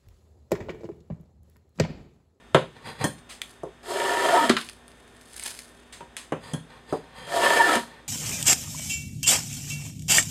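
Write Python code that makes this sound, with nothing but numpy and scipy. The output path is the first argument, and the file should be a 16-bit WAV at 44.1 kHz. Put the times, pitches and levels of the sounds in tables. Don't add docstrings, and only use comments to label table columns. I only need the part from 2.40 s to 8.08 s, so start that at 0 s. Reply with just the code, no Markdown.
import sys
import numpy as np
from scipy import signal
from scipy.fft import rfft, irfft, next_fast_len
from scipy.io import wavfile
from scipy.ndimage import map_coordinates

SR = 44100
rng = np.random.default_rng(int(sys.argv[2]) if len(sys.argv) > 2 else 0)


def transcribe(signal):
    frames = np.atleast_2d(signal).T
    limited = np.clip(frames, -1, 1)
    pcm = np.round(limited * 32767).astype(np.int16)
    wavfile.write(sys.argv[1], SR, pcm)


N = 250472
TIME = np.arange(N) / SR

# [f/Hz, level/dB]
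HUM_TONES = [(59.2, -62.5), (242.2, -64), (398.4, -69), (1814, -69), (3295, -73.5), (3634, -71)]
# [f/Hz, density/dB]
AIR_SPECTRUM = [(15, -24), (25, 0), (119, -10.5), (253, -10), (331, -9.5), (389, -10.5), (631, -13),
                (703, -12.5), (1110, -15.5), (1800, -16), (1950, -19), (3630, -23.5), (4150, -30),
                (8810, -29.5), (15500, -50)]
# [t/s, level/dB, then boom/dB, wood/dB, crack/dB, steel/dB re level]
KNOCK_EVENTS = [(0.146, -4, -22.5, -10.5, -17, -30), (0.641, -14, -19, -14, -27, -15),
                (1.233, -23, -27, -10.5, -40, -33), (2.095, -9.5, -32.5, -16, -12, -18),
                (2.167, -17.5, -35, -31, -10, -22), (3.606, -40, -18, -6, -12.5, -23),
                (3.921, -20, -18.5, -8, -16.5, -29.5), (4.135, -22, -11, -17, -25, -17),
                (4.525, -13.5, -25.5, -12, -34, -37), (5.354, -12, -37, -16.5, -19.5, -18)]
# [t/s, level/dB, f/Hz, t60/s]
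SLAP_EVENTS = [(0.651, -24, 219.5, 0.17), (0.668, -36, 168, 0.089), (1.264, -24, 394, 0.052),
               (2.097, -9, 235.2, 0.115), (2.099, -8.5, 378, 0.059), (3.607, -34, 942, 0.095),
               (4.545, -17.5, 432, 0.05), (5.361, -18, 235, 0.13)]
# [t/s, level/dB, favoured f/Hz]
RING_EVENTS = [(0.641, -31, 1780), (4.136, -41.5, 3343)]
# [f/Hz, level/dB, t60/s]
BENCH_MODES = [(96, -14, 0.17), (129, -10, 0.25), (146.4, -4, 0.16), (161.9, -0.5, 0.19),
               (178.6, -10.5, 0.12), (228.3, -2.5, 0.12), (274.5, -3, 0.092)]
# [f/Hz, level/dB, t60/s]
BOARD_MODES = [(338.4, 5.5, 0.043), (392.5, 0, 0.11), (461, 0.5, 0.098), (522.4, -4, 0.12),
               (587, -3.5, 0.13), (679, 2.5, 0.053), (780, -17, 0.15), (970, -22, 0.22), (1080, -5.5, 0.2),
               (1300, 5, 0.053), (1640, -24, 0.11), (1750, -27, 0.19), (1960, -5, 0.14), (2580, -26, 0.05),
               (3310, -19, 0.17), (3370, -11, 0.24), (3950, -23, 0.42)]
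# [f/Hz, level/dB, t60/s]
BLADE_MODES = [(1630, 1, 0.14), (1825, -2, 0.14), (3150, 0, 0.12), (3350, -3, 0.18), (4260, -6.5, 0.23),
               (5670, -9, 0.13), (6630, -3.5, 0.12), (6820, -16, .15), (7402, -9, 0.19), (7800, -9, .18),
               (8900, 0, 0.26), (9950, -2, 0.18), (10800, -4.5, 0.047), (12030, -4.5, 0.15)]
# [t/s, hold/s, rub/dB, hiss/dB]
SLIDE_EVENTS = [(0.365, 0.0084, -49, -62), (0.464, 0.028, -33.5, -43.5), (0.618, 0.019, -30.5, -40.5),
                (4.038, 0.074, -43, -49), (4.307, 0.067, -48.5, -61), (4.496, 0.06, -43.5, -50),
                (4.638, 0.11, -53.5, -70), (4.774, 0.17, -41.5, -49.5), (5.442, 0.15, -49, -63)]
# [f/Hz, width/Hz, level/dB]
RUB_RESONANCES = [(146, 87, 8), (171, 53, 2.5), (475, 124, 9.5), (765, 62, 6), (911, 50, 10.5),
                  (1064, 62, 6), (1494, 150, 2.5), (1780, 74, 10), (1890, 20, 0), (2270, 100, -8),
                  (3330, 77, 1), (4010, 140, -0.5)]
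# [f/Hz, density/dB]
SKIM_SPECTRUM = [(3000, -45), (4300, 0), (4900, 15), (5400, -12), (6300, -5), (7200, 2), (8300, 5),
                 (10000, 2), (11000, 0), (12300, -13), (13500, -24), (16000, -36)]
# [t/s, level/dB, rise/s, t60/s]
BRUSH_AND_TAIL_EVENTS = [(0.78, -43, 0.0041, 0.062), (0.89, -32.5, 0.018, 0.23), (1.02, -52.5, 0.002, 0.41),
                         (3.524, -41, 0.0015, 0.31), (3.768, -37, 0.00075, 0.29)]
# [f/Hz, density/dB]
WIPE_SPECTRUM = [(240, -41), (400, -21), (719, -6), (786, -13), (1160, -6.5), (1480, -12), (1800, -4.5),
                 (2580, -7), (3380, -6), (4990, -10), (5630, -11), (6440, -10), (8570, -5), (14500, -30.5)]
# [t of tightest squeeze/s, level/dB, rise/(dB/s), fall/(dB/s)]
CRUMPLE_EVENTS = [(1.1, -51, 550, 200), (2.18, -37, 1400, 140), (2.49, -64, 300, 35), (3.051, -37, 98, 75),
                  (3.06, -28.5, 2800, 750)]
# [f/Hz, density/dB]
CRACKLE_SPECTRUM = [(200, -9), (700, -0.5), (1300, -6), (1750, 3.5), (2000, -3), (2270, 3.5), (2750, -2),
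                    (3300, 1), (3800, 0), (4400, 2.5), (6400, 0.5), (9800, 5), (11500, -3.5), (16000, -19)]
# [t/s, level/dB, treble/dB re level]
SNAP_AND_CLICK_EVENTS = [(1.0172, -16, -14), (2.167, -16, -32), (2.213, -21, -19), (2.2886, -25.5, -18.5),
                         (2.2965, -25, -17), (2.4805, -34.5, -9), (2.5172, -40, -11), (2.9336, -33, -4),
                         (2.9656, -26, 0), (2.9967, -22.5, -9), (3.0371, -20, 4), (3.1905, -26, -8),
                         (3.7673, -19, -5.5)]
# [first touch t/s, dig-in/s, length/s, pressure/dB, swell/(dB/s), bite/dB, hiss/dB, bend/dB re pressure]
CUT_EVENTS = [(1.428, 0.083, 0.53, -28, 12.9, -3.5, -11, -8.5),
              (4.866, 0.099, 0.38, -22.5, 4.1, -2.5, -10.5, -16.5)]
# [f/Hz, width/Hz, level/dB]
CUT_RESONANCES = [(164, 31, -14), (497, 14, -11), (554, 22, -1), (577, 4, 7.5), (655, 11, -0.5),
                  (695, 37, 5), (785, 11, -3), (923.3, 21, 0.5), (950, 8, 6), (1137, 185, -8),
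                  (1276, 29, -1), (1357, 25, -7.5), (1420, 5.2, 0), (1669, 78, -7.5), (1770, 38, 4),
                  (1935, 2.8, -4), (2300, 12.6, -3), (2750, 250, -14), (3116, 74, -11)]
# [f/Hz, density/dB]
FIBRE_SPECTRUM = [(100, -37), (165, -23), (270, -5), (450, -2), (1200, -14), (1600, -4), (2050, -13.5),
                  (3300, -14), (4500, -26), (5500, -32), (8000, -62)]
# [f/Hz, density/dB]
HISS_SPECTRUM = [(2500, -4), (4000, 3.5), (4700, 2.5), (5300, 3), (6300, -3), (7300, 4.5), (9300, 1),
                 (11300, -8), (12800, -5), (14500, -21), (16000, -26)]
# [middle t/s, length/s, f/Hz, level/dB]
CHATTER_EVENTS = [(1.574, 0.034, 660, -31), (1.935, 0.069, 690, -19), (1.982, 0.047, 923, -15),
                  (1.987, 0.059, 1287, -23.5), (4.88, 0.14, 3200, -48.5), (4.994, 0.047, 678, -23),
                  (5.135, 0.069, 1786, -21), (5.209, 0.017, 935, -12.5), (5.235, 0.092, 1770, -19.5),
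                  (5.306, 0.026, 1310, -21), (5.302, 0.05, 1696, -25)]
# [f/Hz, t60/s]
ROOM_DECAY = [(100, 0.34), (500, 0.23), (2000, 0.21), (6000, 0.29), (14000, 0.29)]
# [f/Hz, gain/dB]
MIC_RESPONSE = [(20, -17), (42, -11), (54, 3.5), (64, -2), (78, -7.5), (100, 3.5), (125, 0.5), (5350, 0.5),
                (5560, -7.5), (5730, -9), (5900, -2), (6200, 1), (6750, -0.5), (6890, -14), (7050, -1.5)]

MIC_TOP_HZ = 15900
RATTLE_DB, FAVOUR_DB = -5, 10.5
SLIDE_RISE_DB_PER_S, SLIDE_FALL_DB_PER_S = 520, 254
SING_WIDTH_HZ = 170
SMALL_SNAPS_PER_S, SMALL_SNAP_DB, SMALL_TREBLE_DB = 22, 12, -8
TOUCH_DB, LIFT_DB_PER_S = -24, 291
SURGE_DB, SURGE_KNOTS_PER_S = 1.7, 22
BITE_LAG_S = 0.056
BITE_FOLLOWS, HISS_FOLLOWS, BEND_FOLLOWS = 0.84, 0.7, 0.92
HELD_HZ, FREE_HZ = 387, 232
SINK_LEAD_S, SINK_SCALE_S = 0.0303, 0.0304
MODE_SHIFT_DB, MODE_SHIFT_KNOTS_PER_S = 2, 14
SING_DB = -5


def amp(db):
    return 10 ** (np.asarray(db) / 20)


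def unit(x):
    return x / np.sqrt(np.mean(x ** 2) + 1e-20)


def early(x):
    return x / np.sqrt(np.mean(x[:round(0.04 * SR)] ** 2))


def along(points, hz):
    f, v = np.transpose(points)
    return np.interp(np.log(hz + 1), np.log(f), v)


def wobble(knots_per_s):
    knots = rng.standard_normal(int(N * knots_per_s / SR) + 4)
    return map_coordinates(knots, [TIME * knots_per_s])


def filtered(x, response):
    m = next_fast_len(N + SR // 2)
    return irfft(rfft(x, m) * response(np.fft.rfftfreq(m, 1 / SR)), m)[:N]


def coloured(x, spectrum):
    return unit(filtered(x, lambda hz: amp(along(spectrum, hz))))


def band(x, lo_hz, hi_hz, order=3):
    edges_hz = [lo_hz, min(hi_hz, SR / 2 - 1)]
    return signal.sosfilt(signal.butter(order, edges_hz, "band", fs=SR, output="sos"), x)


def grains(per_s, spread_db, smooth):
    sizes = rng.choice([-1, 1], N) * amp(spread_db * rng.standard_normal(N))
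    breaks = (rng.random(N) < per_s / SR) * sizes
    return unit(unit(breaks) + smooth * rng.standard_normal(N))


def resonance(f, centre_hz, width_hz):
    damping = 1j * f * width_hz
    return damping / (centre_hz * centre_hz - f * f + damping)


def resonate(x, modes):
    return unit(filtered(x, lambda f: sum(amp(db) * resonance(f, c, w) for c, w, db in modes)))


def ring(modes, t, rough=0):
    out = np.zeros(len(t))
    for hz, db, t60 in modes:
        strength = amp(db + rng.normal(0, 3.2) - 60 * t / t60) * rng.choice([-1, 1])
        wander = rough * np.cumsum(rng.standard_normal(len(t))) / np.sqrt(SR)
        out += strength * np.sin(2 * np.pi * hz * t + wander)
    return out


def add(track, s, sound):
    start = round(s * SR)
    track[start:start + len(sound)] += sound[:N - start]


def gesture(s, length, rise, fall):
    return -abs(rise) * np.maximum(s - TIME, 0) - abs(fall) * np.maximum(TIME - s - length, 0)


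def room(x, wet_db):
    hz, t, z = signal.stft(rng.standard_normal(SR // 2), SR, nperseg=256)
    decay = amp(-60 * t / along(ROOM_DECAY, hz)[:, None])
    tail = signal.istft(z * decay, SR, nperseg=256)[1]
    tail = np.pad(tail / np.linalg.norm(tail), (SR // 250, 0))
    wet = amp(wet_db) * signal.fftconvolve(x, tail)[:N]
    return (x + wet) / np.hypot(1, amp(wet_db))


def workshop():
    out = amp(-54.5) * coloured(rng.standard_normal(N), AIR_SPECTRUM)
    for hz, db in HUM_TONES:
        out += amp(db) * np.sqrt(2) * np.sin(2 * np.pi * hz * TIME + 0.16 * wobble(2.3))
    return out


def knocks():
    out, t = np.zeros(N), np.arange(SR // 2) / SR
    for s, db, boom_db, wood_db, crack_db, steel_db in KNOCK_EVENTS:
        add(out, s, amp(db) * blow(t, boom_db, wood_db, crack_db, steel_db))
    for s, db, hz, t60 in SLAP_EVENTS:
        add(out, s, slap(t, db, hz, t60))
    for s, db, favoured_hz in RING_EVENTS:
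        add(out, s, amp(db) * blade_ring(t, favoured_hz))
    return room(out, wet_db=-9.5)


def blow(t, boom_db, wood_db, crack_db, steel_db):
    dying = lambda t60: early(amp(-60 * t / t60) * rng.standard_normal(len(t)))
    boom = early(ring(BENCH_MODES, t) * (1 - np.exp(-t / 0.0025)))

    modes = early(band(ring(BOARD_MODES, t), 259, 1056, order=5))
    thud = early(band(dying(0.12), 221, 1040, order=6))
    wood = early(modes + 0.63 * thud)

    reach_hz = np.clip(4400 * 2 ** ((crack_db - wood_db + 5) / 6), 1300, 4400)
    rattle = amp(RATTLE_DB) * (0.16 * early(ring(BOARD_MODES, t)) + dying(0.26))
    crack = band(dying(0.049) + rattle, 910, reach_hz, order=4)
    crack = early(crack + 2.1 * band(dying(0.11), 1110, 1780))

    steel = early(band(dying(0.038) + amp(RATTLE_DB - 2) * dying(0.21), 5560, 10300))
    low = amp(boom_db + 4.5) * boom + amp(wood_db - 0.5) * wood
    return low + amp(crack_db - 1.0) * crack + amp(steel_db - 4.0) * steel


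def slap(t, db, hz, t60):
    return amp(db - 60 * t / t60) * np.sin(2 * np.pi * hz * t) * (1 - np.exp(-t / 0.0021))


def blade_ring(t, favoured_hz):
    nearest = min((hz for hz, db, t60 in BLADE_MODES), key=lambda hz: abs(hz - favoured_hz))
    modes = [(hz, db + FAVOUR_DB * (hz == nearest), t60) for hz, db, t60 in BLADE_MODES]
    return early(ring(modes, t, rough=8.6))


def slides():
    rub, hiss = np.zeros((2, N))
    for s, length, rub_db, hiss_db in SLIDE_EVENTS:
        touch_db = gesture(s, length, SLIDE_RISE_DB_PER_S, SLIDE_FALL_DB_PER_S)
        rub += amp(rub_db + touch_db)
        hiss += amp(hiss_db + touch_db)
    friction = grains(per_s=2500, spread_db=3, smooth=0.8) * amp(1.3 * wobble(70))
    board = band(resonate(friction, RUB_RESONANCES), 49, 6200, order=2)
    treble = amp(-2) * coloured(friction, SKIM_SPECTRUM) + amp(-4.5) * singing(friction)
    return room(amp(-2.0) * rub * board + hiss * treble, wet_db=-9.5)


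def singing(friction):
    modes = [(hz, SING_WIDTH_HZ, db) for hz, db, t60 in BLADE_MODES]
    return unit(band(resonate(friction, modes), 1980, 10400))


def shavings():
    breaks = grains(per_s=2800, spread_db=5.0, smooth=0.44) * amp(3.9 * wobble(150))
    crackle = amp(-1.0) * crumpling() * coloured(breaks, CRACKLE_SPECTRUM)
    level = np.zeros(N)
    for s, db, rise_s, t60 in BRUSH_AND_TAIL_EVENTS:
        age = np.maximum(TIME - s, 0)
        level += amp(db - 60 * age / t60) * (1 - np.exp(-age / rise_s))
    brushes_and_tail = level * coloured(rng.standard_normal(N), WIPE_SPECTRUM)
    return room(crackle + brushes_and_tail, wet_db=-9.5)


def crumpling():
    return sum(amp(db + gesture(s, 0, rise, fall)) for s, db, rise, fall in CRUMPLE_EVENTS)


def snaps():
    out, t = np.zeros(N), np.arange(SR // 20) / SR
    rustle_db = np.minimum(20 * np.log10(crumpling() + 1e-9), -43)
    moments = np.flatnonzero(rng.random(N) < SMALL_SNAPS_PER_S / SR)
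    lesser = [(i / SR, rustle_db[i] + SMALL_SNAP_DB, SMALL_TREBLE_DB) for i in moments]
    for s, db, treble_db in list(SNAP_AND_CLICK_EVENTS) + lesser:
        decay = amp(-60 * t / 0.0032) + amp(-11.0 - 60 * t / 0.021)
        burst = rng.standard_normal(len(t)) * decay
        treble = amp(treble_db + 12.5) * band(burst, 7250, 9900, order=2)
        snap = band(burst, 1430, 4400, order=2) + treble
        add(out, s, amp(db + 2.5) * snap / np.abs(snap).max())
    return room(out, wet_db=-9)


def cuts():
    pressure, bite, hiss, bend = strokes()
    catches = amp(2.2 * wobble(170))
    tearing = grains(per_s=1300, spread_db=4.5, smooth=0.64) * catches
    fibres = coloured(grains(per_s=1200, spread_db=4.0, smooth=0.66) * catches, FIBRE_SPECTRUM)
    body = travelling(tearing, CUT_RESONANCES) + amp(-9.0) * fibres
    low = amp(-3.0) * pressure * unit(band(body, 160, 1070, order=5))
    high = amp(-1.0) * bite * unit(band(body, 976, 3470, order=4))

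    peeling = grains(per_s=2700, spread_db=2.0, smooth=1.0) * catches ** 0.39
    shaking = grains(per_s=2000, spread_db=0.5, smooth=0.66) * catches ** 0.35
    shaving = coloured(peeling, HISS_SPECTRUM) + amp(SING_DB) * singing(shaking)
    return low + high + room(amp(0.88) * hiss * shaving, wet_db=-9.0) + bend + chatter()


def strokes():
    pressure, bite, hiss, bend = np.zeros((4, N))
    for s, dig_s, length, db, swell, bite_db, hiss_db, bend_db in CUT_EVENTS:
        age = TIME - s
        end_s = s + dig_s + length
        touching = np.clip(age / 0.004, 0, 1)
        digging = lambda rise_s: TOUCH_DB * np.clip(1 - age / rise_s, 0, 1)
        lift = LIFT_DB_PER_S * np.maximum(age - dig_s - length, 0)
        surge = SURGE_DB * wobble(SURGE_KNOTS_PER_S)
        held = swell * np.clip(age - dig_s, 0, length) - lift + surge
        push = digging(dig_s) + held
        late_push = digging(dig_s + BITE_LAG_S) + held
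        pressure += touching * amp(db + push)
        bite += touching * amp(db + bite_db + BITE_FOLLOWS * late_push)
        hiss += touching * amp(db + hiss_db + HISS_FOLLOWS * push)
        bend += touching * amp(db + bend_db + BEND_FOLLOWS * push) * bending(end_s, width_hz=88)
    return pressure, bite, hiss, bend


def bending(end_s, width_hz):
    near_end = (1 + np.tanh((TIME - end_s + SINK_LEAD_S) / (2 * SINK_SCALE_S))) / 2
    return narrow(HELD_HZ + (FREE_HZ - HELD_HZ) * near_end, width_hz)


def narrow(hz, width_hz):
    phase = 2 * np.pi * np.cumsum(hz * np.ones(N)) / SR
    return unit(wobble(width_hz) * np.cos(phase) + wobble(width_hz) * np.sin(phase))


def travelling(x, modes):
    m = next_fast_len(N + SR // 2)
    spectrum, f = rfft(x, m), np.fft.rfftfreq(m, 1 / SR)
    knots = np.arange(0, N / SR + 1, 1 / MODE_SHIFT_KNOTS_PER_S)
    out = np.zeros(N)
    for c, w, db in modes:
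        levels = amp(db + MODE_SHIFT_DB * rng.standard_normal(len(knots)))
        out += np.interp(TIME, knots, levels) * irfft(spectrum * resonance(f, c, w), m)[:N]
    return unit(out)


def chatter():
    out = np.zeros(N)
    for s, length, hz, db in CHATTER_EVENTS:
        swell = amp(db) * np.exp(-2 * ((TIME - s) / length) ** 2)
        tone = np.sin(2 * np.pi * hz * TIME + 1.2 * wobble(70))
        out += swell * amp(2.5 * wobble(120)) * tone
    return out


def scene():
    return (workshop() + knocks() + slides() + shavings() + snaps() + cuts())[None]


def record(dry):
    return filtered(dry[0], lambda hz: amp(along(MIC_RESPONSE, hz)) * (hz < MIC_TOP_HZ))[None]


dry = scene()
out = record(dry)
transcribe(out)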